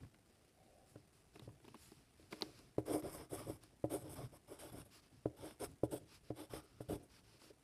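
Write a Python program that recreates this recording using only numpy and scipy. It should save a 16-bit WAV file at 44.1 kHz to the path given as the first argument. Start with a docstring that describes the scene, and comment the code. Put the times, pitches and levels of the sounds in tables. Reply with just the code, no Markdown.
"""Pencil writing on a hollow desk

A gloved hand writes with a pencil on a sheet lying on a hollow wooden desk, close to the microphone.
The lead lands with a knock (blows on damped modes), then hisses over the paper grain (coloured friction
noise) while its drag shakes the desk (noise force on the same modes). The knitted glove brushes the sheet
in softer noise, the arm rumbles, and the pencil clicks as it is regripped (short bursts). A quiet room."""
import sys
import numpy as np
from scipy import signal
from scipy.fft import rfft, irfft, next_fast_len
from scipy.io import wavfile
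from scipy.ndimage import uniform_filter1d, map_coordinates

SR = 44100
rng = np.random.default_rng(int(sys.argv[2]) if len(sys.argv) > 2 else 0)


def materialize(psi):
    """Save the field psi as 16-bit PCM at rate SR to the path in sys.argv[1].

    A 1-D psi becomes a single channel; in a 2-D psi each row is a channel.
    """
    bounded = np.clip(np.atleast_2d(psi).T, -1, 1)
    quanta = np.round(bounded * 32767).astype(np.int16)
    wavfile.write(sys.argv[1], SR, quanta)


N = 336483

# Strokes of the lead; levels are relative to each layer's own gain:
# (start [s], length [s], fastest point [0-1 of length], heaviest point [0-1 of length], swell depth [dB],
#  hiss [dB], scrape [dB], desk shaking [dB], arm weight [dB], pencil upright [0-1])
STROKES = [ (2.854, 0.1, 0.78, 0.52, 7.5, -57, -56, -38.5, -54, 0.39),
           (2.926, 0.081, 0.36, 0.25, 8.5, -56.5, -60.5, -36, -56, 0.15),
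           (3.026, 0.067, 0.74, 0.35, 6, -64.5, -61.5, -41.5, -54, 0.45),
           (3.089, 0.09, 0.73, 0.9, 9, -56.5, -59.5, -52, -61.5, 0.15),
           (3.174, 0.079, 0.55, 0.5, 7.5, -67.5, -63, -52, -57.5, 0.38),
           (3.292, 0.095, 0.62, 0.41, 15.5, -54, -58.5, -40, -59, 0.5),
           (3.366, 0.085, 0.3, .45, 8.5, -62, -59.5, -49, -57, 0.38),
           (3.447, 0.12, .45, 0.17, 14, -61.5, -63, -49.5, -55, 0.4),
           (3.894, 0.082, 0.56, 0.52, 8.5, -53, -57, -37, -58, 0.56),
           (3.976, 0.07, 0.66, 0.96, 9, -66.5, -68, -53.5, -61, 0.5),
           (4.04, 0.055, 0.8, 0.38, 5, -71, -67.5, -50.5, -56, 0.5),
           (4.089, 0.06, 0.9, 0.66, 7.5, -57.5, -63, -52.5, -56, 0.57),
           (4.149, .12, 0.16, 0.31, 9.5, -64.5, -60.5, -49, -53.5, 0.38),
           (4.312, 0.064, 0.9, 0.32, 8, -70, -70, -57.5, -62, 0.4),
           (4.469, 0.11, 0.61, 0.46, 12, -66, -65, -50, -67, 0.34),
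           (4.582, 0.12, 0.17, 0.52, 7.5, -61.5, -61.5, -53.5, -64, 0.77),
           (4.714, 0.11, 0.9, 0.25, 6.5, -65, -64.5, -55, -59.5, 0.44),
           (4.845, 0.026, .5, 0.3, 4, -73, -76, -65, -73, 0.85),
           (5.361, 0.18, 0.6, 0.47, 12, -65, -61.5, -49.5, -59, 0.69),
           (5.592, 0.071, 0.8, 0.44, 10.5, -53.5, -55, -38.5, -57, 0.5),
           (5.905, 0.074, .3, 0.34, 8, -56.5, -59, -41, -53.5, 0.9),
           (6.354, 0.1, 0.47, 0.53, 9, -63.5, -61, -48.5, -60, 0.66),
           (6.494, .11, 0.5, 0.52, 10.5, -61, -58, -51.5, -56, 0.53),
           (6.63, 0.027, .2, 0.5, 9, -71, -80, -68, -80, 0.6),
           (6.883, 0.075, 0.54, 0.53, 4.5, -60, -60, -40, -52, 0.8),
           (7.026, 0.014, .4, 0.6, 2.5, -70, -81, -65, -62, 0.5), ]
# Glove sliding on the sheet: (start [s], length [s], fastest point [0-1 of length], swell depth [dB],
#  brush [dB], fine fizz [dB], drag into the desk [dB], arm weight [dB])
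GLOVE = [ (0.0, .07, 0.4, 6, -76.5, -75, -68, -63), (0.273, 0.22, 0.8, 1, -83, -86, -89, -85),
         (0.595, .25, 0.2, 5, -85, -89, -80, -79), (0.858, .1, 0.4, 6, -77.5, -70, -84, -73.5),
         (0.965, 0.089, 0.07, 10.5, -77, -80, -70, -63), (1.114, 0.11, 0.4, 4, -79, -75, -100, -82),
         (1.327, 0.076, 0.33, 6, -72.5, -73, -62, -64), (1.408, 0.056, .5, 2.5, -72.5, -73, -71, -60),
         (1.484, 0.079, 0.1, 4, -87, -83, -69, -58.5), (1.622, 0.15, 0.36, 5, -74.5, -78, -70, -71),
         (1.759, 0.21, .35, 7.5, -69, -62.5, -79, -69), (1.96, 0.2, 0.13, 12, -75.5, -77, -85, -77),
         (2.164, 0.15, 0.22, 5, -76, -75, -69.5, -73), (2.303, 0.14, 0, 5.5, -65.5, -65.5, -56.5, -72),
         (2.413, 0.18, .2, 6, -68, -68.5, -58, -78), (2.531, .2, 0.4, 10, -72.5, -72.5, -68, -66.5),
         (3.6, 0.099, 0.33, 14, -69, -69, -68, -69), (3.707, 0.047, 0.54, 8, -82, -89, -69, -70),
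         (4.9, 0.1, 0.57, 6, -65, -64, -70, -78), (5.011, 0.074, 0.5, 8, -73, -76, -80, -87),
         (5.113, 0.16, 0, 4, -79, -82, -90, -68.5), (5.665, 0.066, 0.6, 2.5, -76, -73, -66.5, -67),
         (5.987, 0.056, 0.36, 2.5, -81, -79, -65.5, -64), (6.07, .11, 0.74, 8, -64.5, -65, -80, -82),
         (6.234, .075, 0.7, 3, -72, -77, -71, -76), (6.611, 0.28, 0, 6, -76, -88, -76, -71),
         (6.985, 0.049, 0.4, 4, -77.5, -84, -62, -74), (7.091, .11, .7, 4, -68.5, -70.5, -78, -78),
         (7.231, 0.15, 0.8, 4.5, -71.5, -74, -73.5, -75), (7.386, 0.12, 0.5, 4.5, -68, -67, -65.5, -86),
         (7.494, 0.021, 0.35, 5, -76, -85, -52.5, -72), ]
# Damped modes of the hollow desk: (frequency [Hz], width [Hz], level [dB])
DESK = [(119, 17, -15.5), (307.7, 22.6, 3), (418.6, 60, -1), (575, 64, -3.5), (716, 42, -9), (840, 29, -18),
        (986, 41, -20.5), (1320, 205, -27.5), (1486, 480, -35.5)]
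# Spectrum of the lead's hiss: (frequency [Hz], level [dB per Hz])
LEAD = [(3820, -54), (6500, -12), (6870, -21), (8010, -4.5), (9480, -1.5), (10300, -9.5), (11100, -2),
        (11600, -3), (12800, -17), (14700, -15.5), (15600, -19.5)]
# Spectrum of the scrape with the pencil held upright: (frequency [Hz], level [dB per Hz])
STEEP = [(530, -4.5), (900, 5), (964, -29), (1190, -4), (1290, -3.5), (1430, -1), (1850, -12), (2270, -11),
         (2700, -9.5), (3150, -7), (3500, -3.5), (3800, -8), (4220, -12.5), (5550, -8), (7000, -39),
         (9100, -54), (15400, -120)]

LEAD_ATTACK_S, LEAD_RELEASE_S = 0.0097, 0.0093
GLOVE_ATTACK_S, GLOVE_RELEASE_S = 0.016, 0.0075


def amp(db):
    """Decibel law: the amplitude gain of a level in dB."""
    return 10 ** (np.asarray(db) / 20)


def unit(x):
    """Normalisation by power: x at rms 1."""
    return x / np.sqrt(np.mean(x ** 2) + 1e-20)


def level_curve(rows, fade):
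    """Envelope by interpolation in dB: (time, level) rows to gains, fading at both ends over fade seconds."""
    t = np.arange(N) / SR
    s, db = np.transpose(rows)
    edge = np.clip(np.minimum(t - s[0], s[-1] - t) / fade + .5, 0, 1)
    return edge * amp(np.interp(t, s, db))


def filtered(x, response):
    """Linear filtering: the spectrum of x times a complex response of frequency."""
    m = next_fast_len(N + SR // 2)
    return irfft(rfft(x, m) * response(np.fft.rfftfreq(m, 1 / SR)), m)[:N]


def coloured(x, points):
    """Spectral shaping: x through (Hz, dB) points joined on a log frequency axis, at rms 1."""
    f, v = np.transpose(points)
    return unit(filtered(x, lambda hz: amp(np.interp(np.log(hz + 1), np.log(f + 1), v))))


def resonant(x, modes):
    """Modal superposition: x rings damped modes of alternating sign; white noise keeps its rms."""
    def body(f):
        total = 0
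        for k, (centre, width, db) in enumerate(modes):
            damping = 1j * f * width
            total = total + (-1) ** k * amp(db) * damping / (centre * centre - f * f + damping)
        return total

    power = np.mean(np.abs(body(np.linspace(0, SR / 2, 4096))) ** 2)
    return filtered(x, body) / np.sqrt(power)


def wobble(rate):
    """Slow random modulation: a smooth curve through rate random knots a second."""
    return map_coordinates(rng.standard_normal(int(N * rate / SR) + 4), [np.arange(N) * rate / SR])


def grainy(uneven_db, patchy_db, size):
    """Friction noise: fibres catch with uneven strength; narrow bands stand out for size frames."""
    z = signal.stft(rng.standard_normal(N), nperseg=512)[2]
    field = uniform_filter1d(rng.standard_normal(z.shape), size=2, axis=0)
    field = uniform_filter1d(field, size=size, axis=1)
    x = signal.istft(z * amp(patchy_db * unit(field)), nperseg=512)[1][:N]
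    return unit(x * amp(uneven_db * wobble(400)))


def puffs(times, dbs, lengths):
    """Transient excitation: noise bursts with a quick rise and an exponential fall."""
    x, t = np.zeros(N + SR), np.arange(SR // 10) / SR
    for s, db, length in zip(times, dbs, np.maximum(lengths, 1e-4)):
        envelope = (1 - np.exp(-t / (0.1 * length))) * np.exp(-t / length)
        x[round(s * SR):][:len(t)] += amp(db) * envelope * rng.standard_normal(len(t))
    return x[:N]


def swells(start, length, peak, swell_db, db, attack, release):
    """Gesture envelope: each movement starts, swells to its peak, sinks and decays exponentially."""
    rounding = 1.09  # 1 = pointed swell, more = a flatter top with steeper flanks
    out = np.zeros(N + SR)
    length, peak = np.maximum(length, .005), np.clip(peak, .02, .98)
    for s, span, at, depth, top in np.broadcast(start, length, peak, swell_db, db):
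        t = np.arange(int((span + 8 * release) * SR)) / SR
        place = t / span
        away = np.clip(np.maximum(1 - place / at, (place - at) / (1 - at)), 0, 1)
        edge = np.clip(t / attack, 0, 1) * np.exp(-np.maximum(t - span, 0) / release)
        out[round(abs(s) * SR):][:len(t)] += amp(top - depth * away ** rounding) * edge
    return out[:N]


def room():
    """Stationary background noise: room tone and microphone hiss share one broad spectrum."""
    # spectrum of the quiet room: (frequency [Hz], level [dB per Hz])
    room_points = [(13, -35), (22, -6), (59, 5), (97, 1.5), (393, -1.5), (562, -9.5), (681, -6),
                   (974, -13.5), (2220, -15.5), (4290, -20), (4920, -18.5), (7030, -22), (9260, -16.5),
                   (12200, -24.5), (15600, -34.5)]
    return amp(-71.5) * coloured(grainy(uneven_db=-2.1, patchy_db=1.5, size=6), room_points)


def arm():
    """Structure-borne noise: the arm's weight rumbles in the desk with every stroke and slide."""
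    # spectrum of the rumble: (frequency [Hz], level [dB per Hz])
    rumble_points = [(21, -30), (35, -9.5), (118, -0.5), (136, 0.5), (178, -10.5), (241, -13.5),
                     (260, -5.5), (340, -17.5), (570, -120)]
    depth, release_s = 0.87, .02  # depth of the swell over the tabulated one
    s, length, _, heaviest, swell_db, *_, weight_db, _ = np.transpose(STROKES)
    strokes = swells(s, length, heaviest, depth * swell_db, weight_db, LEAD_ATTACK_S, release_s)
    s, length, fastest, swell_db, *_, weight_db = np.transpose(GLOVE)
    slides = swells(s, length, fastest, depth * swell_db, weight_db, GLOVE_ATTACK_S, release_s)
    weight = amp(-87.5) + strokes + slides  # the constant is the arm at rest
    return weight * amp(3.5 * wobble(12)) * coloured(rng.standard_normal(N), rumble_points)


def hand():
    """Soft friction: wool brushes the sheet and drags on the desk; the sleeve rubs the desk edge."""
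    # spectra of the knit's brush, its fine fizz and the sleeve's rub: (frequency [Hz], level [dB per Hz])
    knit_points = [(530, -37), (900, -2), (1030, -1), (1110, 0), (1300, -0.5), (1940, -3.5), (2670, 0.5),
                   (3380, -4.5), (4950, 1), (5500, -1), (6660, -12.5), (7200, -37), (9360, -41),
                   (15800, -120)]
    fuzz_points = [(3820, -40), (6500, -8), (7050, -4.5), (10800, -3), (12400, -7.5), (13600, -23),
                   (14700, -30), (15600, -2)]
    rub_points = [(400, -9), (520, 3), (640, 2), (780, 3.5), (880, -36), (1100, -44)]
    # sleeve dragged over the desk edge: (time [s], level [dB])
    sleeve_levels = [(0.25, -103), (0.3, -79), (0.39, -83), (0.518, -82), (0.532, -105), (0.58, -73),
                     (0.83, -70), (0.938, -86), (0.95, -72)]
    # a faint narrow band of noise that hangs on after a stroke: (time [s], level [dB])
    hush_levels = [(6.58, -57), (6.616, -75), (6.706, -85), (6.82, -73)]
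    s, length, fastest, swell_db, brush_db, fizz_db, drag_db, _ = np.transpose(GLOVE)

    def slide(depth, db):
        return swells(s, length, fastest, depth * swell_db, db, GLOVE_ATTACK_S, GLOVE_RELEASE_S)

    def soft(points):
        return coloured(grainy(uneven_db=.8, patchy_db=1.5, size=6), points)

    brush, fizz, drag = slide(1, brush_db), slide(1.6, fizz_db), slide(3.8, drag_db)
    wool = brush * soft(knit_points) + fizz * soft(fuzz_points)
    desk = resonant(drag * rng.standard_normal(N), DESK)
    sleeve = level_curve(sleeve_levels, fade=0.027) * soft(rub_points)
    narrow = soft([(1000, -40), (1180, 0), (1420, 1), (1650, -36)])
    hush = level_curve(hush_levels, fade=0.098) * narrow
    return hush + wool + desk + sleeve


def clicks():
    """Impulsive contact: a burst into the shaft, one hard snap, a crunch of paper, an airy top and the desk."""
    # pencil clicking against nail and fingers; part levels are relative to the click's own:
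    # (time [s], level [dB], snap [dB], snap frequency [Hz], crunch [dB], top [dB])
    click_rows = [(0.005, -56, -20, 2250, -18, -21), (0.048, -57, -16, 2220, -18, -20),
                  (0.144, -66, -4, 2820, -2.5, -13), (1.358, -54, -9, 2480, -9.5, -20),
                  (1.395, -53.5, -2.5, 3780, -9.5, -7), (1.491, -47, -30, 2430, -34, -24),
                  (1.601, -58.5, -22, 2220, -16, -20), (1.644, -54, -18, 2640, -15.5, -21),
                  (1.651, -50.5, -14, 3470, -30, -22), (1.68, -47.5, -19, 2420, -18, -20),
                  (1.686, -56, -5, 2850, -26, -18), (1.744, -43, -20.5, 2550, -20.5, -25),
                  (1.753, -52, -17, 2570, -16, -19), (1.918, -57, -5, 4830, -12, -17),
                  (2.227, -68, -1, 3900, -10, -10), (2.325, -45.5, -5.5, 4900, -9.5, -13),
                  (2.329, -44.5, -3.5, 2200, -9.5, -17), (2.41, -45.5, -10, 2500, -13, -7),
                  (2.4212, -37, 7, 4300, -12.5, -25), (2.426, -47, -2, 3770, -11, -5),
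                  (2.59, -56.5, -5, 4910, -14.5, -5), (3.023, -60, -11, 2200, -1, -15),
                  (3.636, -59, -6, 4480, -10, 4), (5.509, -57, -16, 3440, -4.5, -5),
                  (5.716, -66, -15, 2330, -13, 2), (7.417, -60.5, 0, 4600, -10, -17)]
    # bending modes of the shaft: (frequency [Hz], width [Hz], level [dB])
    shaft_modes = [(290, 92, 16), (1110, 230, -2), (1390, 260, -16)]
    s, db, snap_db, snap_hz, crunch_db, top_db = np.transpose(click_rows)
    length = np.full(len(s), 0.0031)  # decay of a click [s]

    snap, t = np.zeros(N), np.arange(SR // 50) / SR
    for start, level_db, hz in zip(s, db + snap_db, snap_hz):
        cycles = hz * t
        tone = np.sin(2 * np.pi * cycles)
        ring = tone * cycles * np.exp(-cycles / 1.31)  # a few cycles of the hard contact
        rough = uniform_filter1d(rng.standard_normal(len(t)), size=12)
        after = 0.091 * np.exp(-t / 0.003) * tone * rough
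        snap[round(start * SR):][:len(t)] += amp(level_db + 12.5) * (ring + after)

    impulses = np.bincount(np.round(s * SR).astype(int), amp(db + 17), N)
    bending = resonant(puffs(s, db + 1, length) + impulses, shaft_modes)
    shaft = resonant(bending, [(1150, 980, 0)])
    top = resonant(puffs(s, db + top_db + 3.5, 0.41 * length), [(9400, 1900, 0)])
    crunch_modes = [(710, 360, 5.0), (1820, 5300, -5.5), (4450, 3100, -6.5)]
    crunch = resonant(puffs(s, db + crunch_db + 8.5, 1.5 * length), crunch_modes)
    palm_modes = DESK[:3] + [(218, 50, 0)]  # the palm adds a duller mode
    desk = resonant(puffs(s, db + crunch_db + 13.5, length), palm_modes)
    return amp(-13.5) * shaft + snap + crunch + top + desk


def taps():
    """Impact on a modal body: a soft blow rings the desk and thuds it on its legs; the point ticks and skids."""
    # lead or hand landing on the desk, or the point jolting in a stroke; part levels are relative to the tap's:
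    # (time [s], level [dB], tick [dB], skid hiss [dB], boom [dB])
    tap_rows = [(0.033, -58.5, -7, -23, 11), (0.957, -42.5, -22, -34, -6), (1.421, -55, -17, -13, 9),
                (1.476, -42.5, -43, -39, -2.5), (2.195, -52, -21, -23, -24),
                (2.781, -19.5, -32, -37.5, -17), (3.496, -29.5, -43, -31, -41),
                (3.84, -20.5, -37, -39, -16), (4.238, -51.5, -12, -10, 9), (5.256, -21.5, -38.5, -44, -15),
                (5.833, -17.5, -44, -33.5, -18), (6.303, -27.5, -33, -46, -13),
                (6.534, -32.5, -19.5, -21, -19), (6.805, -34, -30, -21, -9), (6.896, -34, -26, -25, -16),
                (6.928, -29.5, -33, -30, -15)]
    s, db, tick_db, skid_db, boom_db = np.transpose(tap_rows)
    blows, booms, at = np.zeros(N), np.zeros(N), np.round(s * SR).astype(int)
    blows[at] = amp(db + 15.5)
    booms[at] = amp(db + boom_db + 22)

    def push(f):
        return -1 / (1 + 1j * f / 1400) ** 2  # a soft contact: treble falls off above 1400 Hz

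    legs = amp(-20) * resonant(blows, [(79, 7.7, 0)])
    body = resonant(blows, DESK) + resonant(booms, DESK[:1]) + legs
    scatter = resonant(puffs(s, db - 17, np.full(len(s), 0.0069)), DESK)  # noise burst in the desk
    tick_bursts = puffs(s, db + tick_db + 0.5, np.full(len(s), 0.0065))
    tick = resonant(tick_bursts, [(1100, 1200, 2), (1850, 2100, -1)])

    skid_s = 0.025
    slip = swells(s, skid_s, 0.24, 6.1, db + skid_db - 10.5, .003, 0.0052)
    hiss = coloured(rng.standard_normal(N), LEAD)
    scrape = coloured(rng.standard_normal(N), STEEP)
    skid = slip * (hiss + amp(-1) * scrape)
    # the desk murmurs on after a landing
    settle = swells(s, skid_s, .5, 0, db - 38, LEAD_ATTACK_S, release=0.086) * rng.standard_normal(N)
    return filtered(body, push) + scatter + resonant(settle, DESK) + tick + skid


def lead():
    """Stick-slip friction: the lead drags over the grain, hissing in the air and forcing the desk unevenly."""
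    # spectrum of the scrape with the pencil held low: (frequency [Hz], level [dB per Hz])
    flat_points = [(530, -9), (900, 0.5), (1110, 3), (1200, 2), (1320, -6.5), (1430, -7.5), (1800, -10.5),
                   (2270, -3.5), (2540, -14.5), (3260, -14.5), (4220, -24), (5230, -3.5), (7000, -38.5),
                   (9100, -57), (15400, -120)]
    s, length, fastest, heaviest, swell_db, hiss_db, scrape_db, shake_db, _, upright = np.transpose(STROKES)

    def stroke(peak, depth, db):
        return swells(s, length, peak, depth * swell_db, db, LEAD_ATTACK_S, LEAD_RELEASE_S)

    def grain(points):
        return coloured(grainy(uneven_db=2, patchy_db=1.8, size=10), points)

    hiss = stroke(fastest, 1, hiss_db)
    scrape = stroke(fastest, 0.81, scrape_db)
    shake = stroke(heaviest, 2.06, shake_db)
    # equal-power blend of the two scrapes as the pencil tilts
    tilt = np.interp(np.arange(N) / SR, s + length / 2, upright)
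    turn = np.pi / 2 * np.clip(tilt, 0, 1)
    paper = np.cos(turn) * grain(flat_points) + np.sin(turn) * grain(STEEP)
    catch = amp(0.56 * wobble(45))  # the point catches and slips on the grain
    air = hiss * coloured(grainy(uneven_db=1.5, patchy_db=4.0, size=8), LEAD) + scrape * paper
    force = shake * catch * amp(1.15 * wobble(130)) * rng.standard_normal(N)
    return amp(2.0) * catch * air + resonant(force, DESK)


def scene():
    """Superposition: the pressures of all sources add at one close microphone."""
    return (room() + arm() + hand() + clicks() + taps() + lead())[None]


def record(dry):
    """Band limiting: the recorder keeps nothing at or above 15400 Hz."""
    return filtered(dry[0], lambda hz: hz < 15400)[None]


dry = scene()
out = record(dry)
materialize(out)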